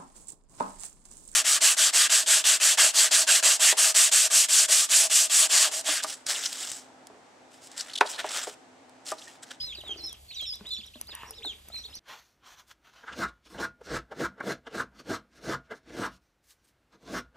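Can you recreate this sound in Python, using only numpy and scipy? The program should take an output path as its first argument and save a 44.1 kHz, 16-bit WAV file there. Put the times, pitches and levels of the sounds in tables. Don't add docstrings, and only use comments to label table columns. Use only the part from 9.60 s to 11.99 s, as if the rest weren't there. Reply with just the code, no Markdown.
import sys
import numpy as np
from scipy import signal
from scipy.fft import rfft, irfft, next_fast_len
from scipy.io import wavfile
from scipy.ndimage import uniform_filter1d, map_coordinates

SR = 44100
rng = np.random.default_rng(int(sys.argv[2]) if len(sys.argv) > 2 else 0)


def pcm_store(signal):
    levels = np.round(np.clip(np.atleast_2d(signal), -1, 1) * 32767)
    wavfile.write(sys.argv[1], SR, levels.astype(np.int16).T)


def ratio_of_db(decibels):
    return 10 ** (np.asarray(decibels, float) / 20)


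N = 105575
T = np.arange(N) / SR

# pitch_hz, density_db [dB per Hz]
LITTER = [(130, -1.5), (1600, -11), (2600, -4)]
AIR = [(2000, -2), (3500, 5.5), (6000, -4.5), (8500, 3.5)]
HISS = [(6000, -1), (12000, 7), (13500, -14.5)]
LITTER_DB, AIR_DB, HISS_DB = -61.5, -60, -64


def unit(x):
    return x / np.sqrt(np.mean(x ** 2) + 1e-20)


def along(points, hz):
    f, v = np.transpose(points)
    return np.interp(np.log(hz + 1), np.log(f + 1), v)


def wobble(rate_hz):
    knots = rng.standard_normal(int(N * rate_hz / SR) + 4)
    return map_coordinates(knots, [T * rate_hz])


def filtered(x, response):
    m = next_fast_len(N + SR // 2)
    return irfft(rfft(x, m) * response(np.fft.rfftfreq(m, 1 / SR)), m)[..., :N]


def noise(spectrum):
    low_hz, high_hz = spectrum[0][0], spectrum[-1][0]

    def colour(hz):
        return ratio_of_db(along(spectrum, hz)) / (1 + (hz / high_hz) ** 4) / (1 + (low_hz / (hz + 1)) ** 4)

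    return unit(filtered(rng.standard_normal(N), colour))


def add(track, start_s, x):
    part = track[int(max(start_s, 0) * SR):][:len(x)]
    part += x[:len(part)]


def whistle(hz, db):
    edge_s, second_db, third_db = 0.003, -19, -24.5
    t = np.arange(len(hz)) / SR
    phase = 2 * np.pi * np.cumsum(hz) / SR
    ends = np.sin(np.pi / 2 * np.clip(np.minimum(t, t[::-1]) / edge_s, 0, 1)) ** 2
    voice = np.sin(phase) + ratio_of_db(second_db) * np.sin(2 * phase) + ratio_of_db(third_db) * np.sin(3 * phase)
    return np.sqrt(2) * ends * ratio_of_db(db) * voice


def long_peeps(quaver_db):
    # time_s, pitch_hz
    early = [
        [(0, 4980), (.03, 5030), (.06, 5054)],
        [(.005, 4700), (.035, 4010), (.065, 4214), (.085, 3877), (.115, 3402), (.15, 3050), (.162, 2430)],
        [(.165, 4190), (.185, 3850), (.203, 3750), (.22, 2630)],
        [(.235, 4000), (.27, 3655), (.3, 3180), (.325, 3172), (.345, 2715), (.352, 2350)],
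        [(.37, 4800), (.42, 4000), (.46, 4380), (.5, 3500), (.548, 3165), (.556, 2100)],
        [(.425, 5260), (.455, 5380), (.475, 5140), (.49, 5620), (.51, 5570)],
        [(.68, 4450), (.705, 4430), (.725, 3750), (.76, 3100), (.78, 2080)],
        [(.755, 3950), (.79, 3730), (.81, 3250), (.835, 3300), (.852, 2984), (.862, 2200)],
        [(.755, 4750), (.78, 4420), (.79, 4110), (.812, 4000)],
        [(.824, 4050), (.85, 3850), (.875, 3500), (.893, 3610), (.906, 3100)],
        [(.815, 5020), (.828, 5350), (.84, 6640)],
    ]
    late = [
        [(.855, 5400), (.89, 5350), (.912, 4863), (.938, 5090), (.96, 6100)],
        [(1.048, 2055), (1.058, 3347), (1.072, 3790), (1.085, 3980), (1.1, 3870), (1.11, 4420)],
        [(1.112, 4174), (1.135, 4010), (1.15, 3800), (1.163, 3440), (1.174, 2300)],
        [(1.105, 3732), (1.12, 3480), (1.202, 3500), (1.22, 2120)],
        [(1.133, 5100), (1.145, 5750), (1.157, 5500), (1.176, 5600)],
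        [(1.465, 3410), (1.483, 4700), (1.494, 4950), (1.505, 4150), (1.522, 3554), (1.545, 2780)],
        [(1.645, 2816), (1.665, 5460), (1.685, 5780), (1.712, 5010), (1.73, 5880)],
        [(1.73, 2260), (1.75, 5130), (1.765, 5490), (1.78, 5390), (1.792, 4200)],
        [(1.753, 4050), (1.775, 3960), (1.798, 3420)],
        [(1.82, 1897), (1.835, 3600), (1.85, 4337), (1.86, 3837), (1.92, 3014), (1.937, 2180)],
        [(2.118, 3480), (2.128, 3950), (2.143, 4270), (2.18, 3946), (2.197, 4410), (2.212, 4270)],
        [(2.339, 5090), (2.365, 6330), (2.38, 4880)],
        [(2.326, 2670), (2.337, 3980), (2.35, 4300), (2.366, 4900), (2.38, 4120), (2.392, 3090)],
    ]
    # loudest_s, level_db, softer_at_start_db, softer_at_end_db (the sign of the last
    breath = [(0.032, -34.5, 4, 18), (0.102, -42.5, -1, 6), (0.175, -43.5, -35, -0.5),
              (0.312, -37, 23.5, 23.5), (.47, -46, 3, 9), (0.448, -34, 33, 23), (0.721, -46, 16, 19),
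              (0.813, -37, 10.5, 13), (.775, -47.5, -4, 11), (.838, -40, -4, 10), (.83, -53, -3, -29),
              (0.895, -34.5, 15, 19.5), (1.071, -40, 22, 14.5), (1.139, -34.5, 8, 20),
              (1.15, -38, -2, 14.5), (1.16, -47.5, 11, 18), (1.516, -45.5, 10.5, 27), (1.685, -56, -16, 3),
              (1.765, -54.5, 0, 2), (1.792, -47.5, 20, -5), (1.866, -34.5, 19.5, 20.5),
              (2.163, -35, 22, 24), (2.36, -47.5, 1, 0.5), (2.36, -49.5, 4.5, 11)]
    out = np.zeros(N)
    jitter = 1 + 0.0055 * wobble(150)
    for path, (top_s, db, rise_db, fall_db) in zip(early + late, breath):
        s, hz = np.transpose(path)
        span = (T >= s[0]) & (T < s[-1])
        pitch = uniform_filter1d(np.interp(T[span], s, hz), size=260, mode="nearest")
        depths = [abs(rise_db) ** .5, 0, abs(fall_db) ** .5]
        swell_db = -np.interp(T[span], [s[0], top_s, s[-1]], depths) ** 2
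        out[span] += whistle(pitch * jitter[span], db + swell_db + quaver_db[span])
    return out


def short_chirps(quaver_db):
    # start_s, length_s, from_hz, to_hz, level_db
    glides = [(0, 0.025, 2920, 4060, -42), (.063, 0.0049, 5300, 6430, -40.5),
              (.122, 0.025, 1995, 3860, -45.5), (.148, 0.012, 5140, 4170, -40.5),
              (.374, 0.042, 6080, 4630, -49.5), (.705, 0.023, 1944, 3900, -47.5),
              (.734, .011, 2270, 3420, -53), (.74, 0.023, 6470, 5310, -45.5),
              (.795, 0.017, 1990, 2940, -50.5), (.926, 0.027, 3200, 4240, -40),
              (.958, 0.018, 3570, 3384, -50), (1.065, 0.085, 5020, 4840, -59),
              (1.18, 0.019, 4400, 4400, -45), (1.207, .022, 5170, 4980, -57),
              (1.232, 0.02, 2840, 4160, -44.5), (1.27, 0.02, 4330, 2930, -48.5),
              (1.335, 0.028, 2260, 4610, -50), (1.334, 0.061, 4380, 2557, -57.5),
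              (1.505, 0.029, 4950, 5300, -58), (1.622, 0.0083, 2090, 1230, -63),
              (2.158, 0.0099, 3060, 1900, -47.5), (2.157, 0.007, 5600, 7700, -51),
              (2.297, 0.025, 5330, 5180, -58.5)]
    # start_s, length_s, top_hz, edge_hz, level_db
    arches = [
        (1.253, 0.026, 5820, 4760, -55),
        (2.172, 0.037, 5780, 5150, -48.5),
        (2.218, .036, 6200, 5200, -57),
        (2.235, 0.035, 3826, 3070, -42.5),
        (2.247, .022, 4350, 4170, -42.5),
    ]
    out = np.zeros(N)
    for table, arched in ((glides, False), (arches, True)):
        for s, length_s, a_hz, b_hz, db in table:
            u = np.linspace(0, 1, int(length_s * SR))
            bow = (2 * u - 1) ** 2
            pitch = a_hz + (b_hz - a_hz) * (bow if arched else u)
            add(out, s, whistle(pitch, db - 6 * bow + quaver_db[:len(u)]))
    return out


def ducklings():
    quaver_db = 1.6 * (wobble(59.74) + wobble(300))
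    calls = long_peeps(quaver_db) + short_chirps(quaver_db)
    return calls * (1 + 0.13 * wobble(1200))


def fan():
    # pitch_hz, density_db [dB per Hz]
    rumble = [(42, -7), (75, -12), (130, -14)]
    rumble_db, hum_db, hum_hz = -63, -60, 68.7
    hum = ratio_of_db(hum_db + 0.93 * wobble(29.76)) * np.sin(2 * np.pi * hum_hz * T + 0.75 * wobble(10))
    return hum + ratio_of_db(rumble_db) * (1 + 3.1 * np.exp(-T / 0.05)) * noise(rumble)


def air_noise(near):
    stir = unit(unit(uniform_filter1d(abs(near), size=5000)) + 1.52)
    air = ratio_of_db(AIR_DB + wobble(14.5)) * noise(AIR) * stir
    hiss = ratio_of_db(HISS_DB + 2.0 * wobble(11.43)) * noise(HISS) / stir ** 1.37
    return air + hiss


def scuffles():
    # start_s, length_s, level_db, resonance_hz
    scrapes = [
        (0.16, 0.67, -67.5, 740),
        (0.264, 0.28, -57, 337),
        (1.52, 0.25, -56, 1000),
        (1.521, 0.22, -53.5, 1790),
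        (1.509, 0.17, -49.5, 2800),
        (1.665, 0.32, -62, 440),
        (1.841, 0.045, -42, 343),
    ]
    out, q = np.zeros(N), 3.2
    for s, length_s, db, hz in scrapes:
        grit = ratio_of_db(1.5 * wobble(150) + 2.3 * wobble(29.55)) * rng.standard_normal(N)
        rub = filtered(grit, lambda f: 1 / (1 + (q * (f / hz - hz / (f + 1))) ** 2))
        stroke = np.minimum((T - s) * 50, 2 * (s + length_s - T) / length_s)
        out += ratio_of_db(db) * unit(rub) * np.clip(stroke, 0, 1)
    return out


def thumps():
    # start_s, peak_db, pitch_hz
    steps = [(0.182, -40.5, 367), (0.236, -38.5, 616), (0.292, -34, 387), (0.358, -37.5, 388),
             (0.433, -46, 331), (0.824, -45.5, 650), (1.009, -37, 195.5), (1.184, -44, 209),
             (1.356, -39, 243), (1.414, -85, 1120), (1.633, -31, 1050), (1.706, -39.5, 750),
             (1.849, -31.5, 735), (2.101, -39.5, 687), (2.251, -46.5, 438)]
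    ring_cycles, press_cycles, upper_db, puff_db, puff_s = 15.2, 0.69, -7.5, -14, 0.03
    out, t = np.zeros(N), T[:SR // 8]
    for s, db, hz in steps:
        fade = ratio_of_db(-60 * t * hz / ring_cycles) * (1 - np.exp(-t * hz / press_cycles))
        upper_hz = hz * rng.uniform(1.516, 2.634)
        body = np.sin(2 * np.pi * hz * t) + ratio_of_db(upper_db) * np.sin(2 * np.pi * upper_hz * t)
        dull = uniform_filter1d(uniform_filter1d(rng.standard_normal(len(t)), size=12), size=12)
        puff = dull * ratio_of_db(puff_db + 16 - 60 * t / puff_s)
        add(out, s, ratio_of_db(db) * (fade * body + puff))
    return out


def shuffle():
    # time_s, level_db
    bustle = [
        (0, -0.5),
        (.5, 1),
        (.62, -9.5),
        (.9, -5),
        (1.05, -2.5),
        (1.25, -9.5),
        (1.5, -1),
        (2.39, -3.5),
    ]
    grain = ratio_of_db(4.13 * wobble(70) + np.interp(T, *np.transpose(bustle)))
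    return ratio_of_db(LITTER_DB) * unit(grain * noise(LITTER))


def feet():
    return thumps() + scuffles() + shuffle()


def bills():
    # start_s, peak_db
    ticks = [(0.2108, -47), (0.28, -47), (0.4206, -49.5), (0.4667, -43.5), (0.495, -46.5), (0.5287, -36),
             (0.6194, -65), (0.8135, -41), (.9373, -47), (0.956, -43), (1.069, -48), (1.0912, -44),
             (1.2645, -50), (1.413, -31), (1.4712, -46), (1.5514, -37), (1.7084, -35.5), (1.8573, -45),
             (2.086, -42.5), (2.3544, -40.5)]
    # pitch_hz, level_db, t60_s
    trough = [
        (1150, -6, 0.011),
        (3500, -43, 0.0084),
        (6100, -3, 0.036),
        (9240, 17, 0.011),
        (11160, 12, 0.011),
    ]
    out, t = np.zeros(N), T[:SR // 20]
    for s, db in ticks:
        ring = np.zeros(len(t))
        for hz, mode_db, t60_s in trough:
            fade = ratio_of_db(mode_db + rng.normal(0, 1.5) - 60 * t / t60_s)
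            ring += fade * np.sin(2 * np.pi * hz * rng.normal(1, .04) * t)
        click = 1.8 * ratio_of_db(-60 * t / 0.0081) * np.diff(rng.standard_normal(len(t) + 1))
        add(out, s, ratio_of_db(db - 8) * (ring + click))
    return out


def walls(x):
    # pitch_hz, t60_s
    decay = [(200, 0.26), (3400, 0.26), (5200, 0.18), (9000, 0.34)]
    hz, t, z = signal.stft(rng.standard_normal((3, SR // 2)), SR, nperseg=256)
    fade = ratio_of_db(-60 * t / along(decay, hz)[:, None])
    tail = signal.istft(z * fade, SR, nperseg=256)[1]
    delayed = np.pad(x, (120, 0))[None]
    return signal.fftconvolve(delayed, tail / np.linalg.norm(tail[0]), axes=1)[:, :N]


def ports(x):
    # pitch_hz, left_lead_rad
    lead = [(300, 0), (950, -.4), (1400, 0), (2580, .4), (4050, 1.5), (4740, 2.7), (5300, 6), (8400, 8.5),
            (9300, 9.35), (10700, 9.5), (11600, 10.6), (14000, 11.6)]
    # pitch_hz, left_over_right_db
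    tilt = [(60, 0), (700, 2.2), (1500, 0), (5000, -2.6), (8500, 0)]

    def half(hz):
        return ratio_of_db(along(tilt, hz) / 2) * np.exp(.5j * along(lead, hz))

    return filtered(x, lambda hz: np.array([half(hz), 1 / half(hz)]))


def diffuse(other, third):
    # pitch_hz, level_db
    unlike = [(60, -14.5), (600, -3), (1700, -16.5), (3300, -2), (5200, -1.5), (9000, -17)]
    centre_hz, width_hz, alike_db = 4750, 390, 0.5
    around = other + ratio_of_db(LITTER_DB) * noise(LITTER) + ratio_of_db(HISS_DB) * noise(HISS)
    apart = filtered(around, lambda hz: ratio_of_db(along(unlike, hz)))
    alike = filtered(third + ratio_of_db(AIR_DB) * noise(AIR),
                     lambda hz: ratio_of_db(alike_db) * np.exp(-((hz - centre_hz) / width_hz) ** 2))
    return apart * [[1], [-1]] + alike


def scene():
    near = ducklings() + feet()
    room, other, third = ratio_of_db(-8) * walls(near)
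    direct = near + bills() + air_noise(near) + room
    return ports(direct) + diffuse(other, third) + fan()


def top_cut(x):
    return signal.sosfilt(signal.butter(12, 16490, fs=SR, output="sos"), x)


def record(dry):
    top_hz = 13400
    mix = filtered(dry, lambda hz: 1 / (1 + (hz / top_hz) ** 20) ** .5)
    return top_cut(mix)


dry = scene()
out = record(dry)
pcm_store(out)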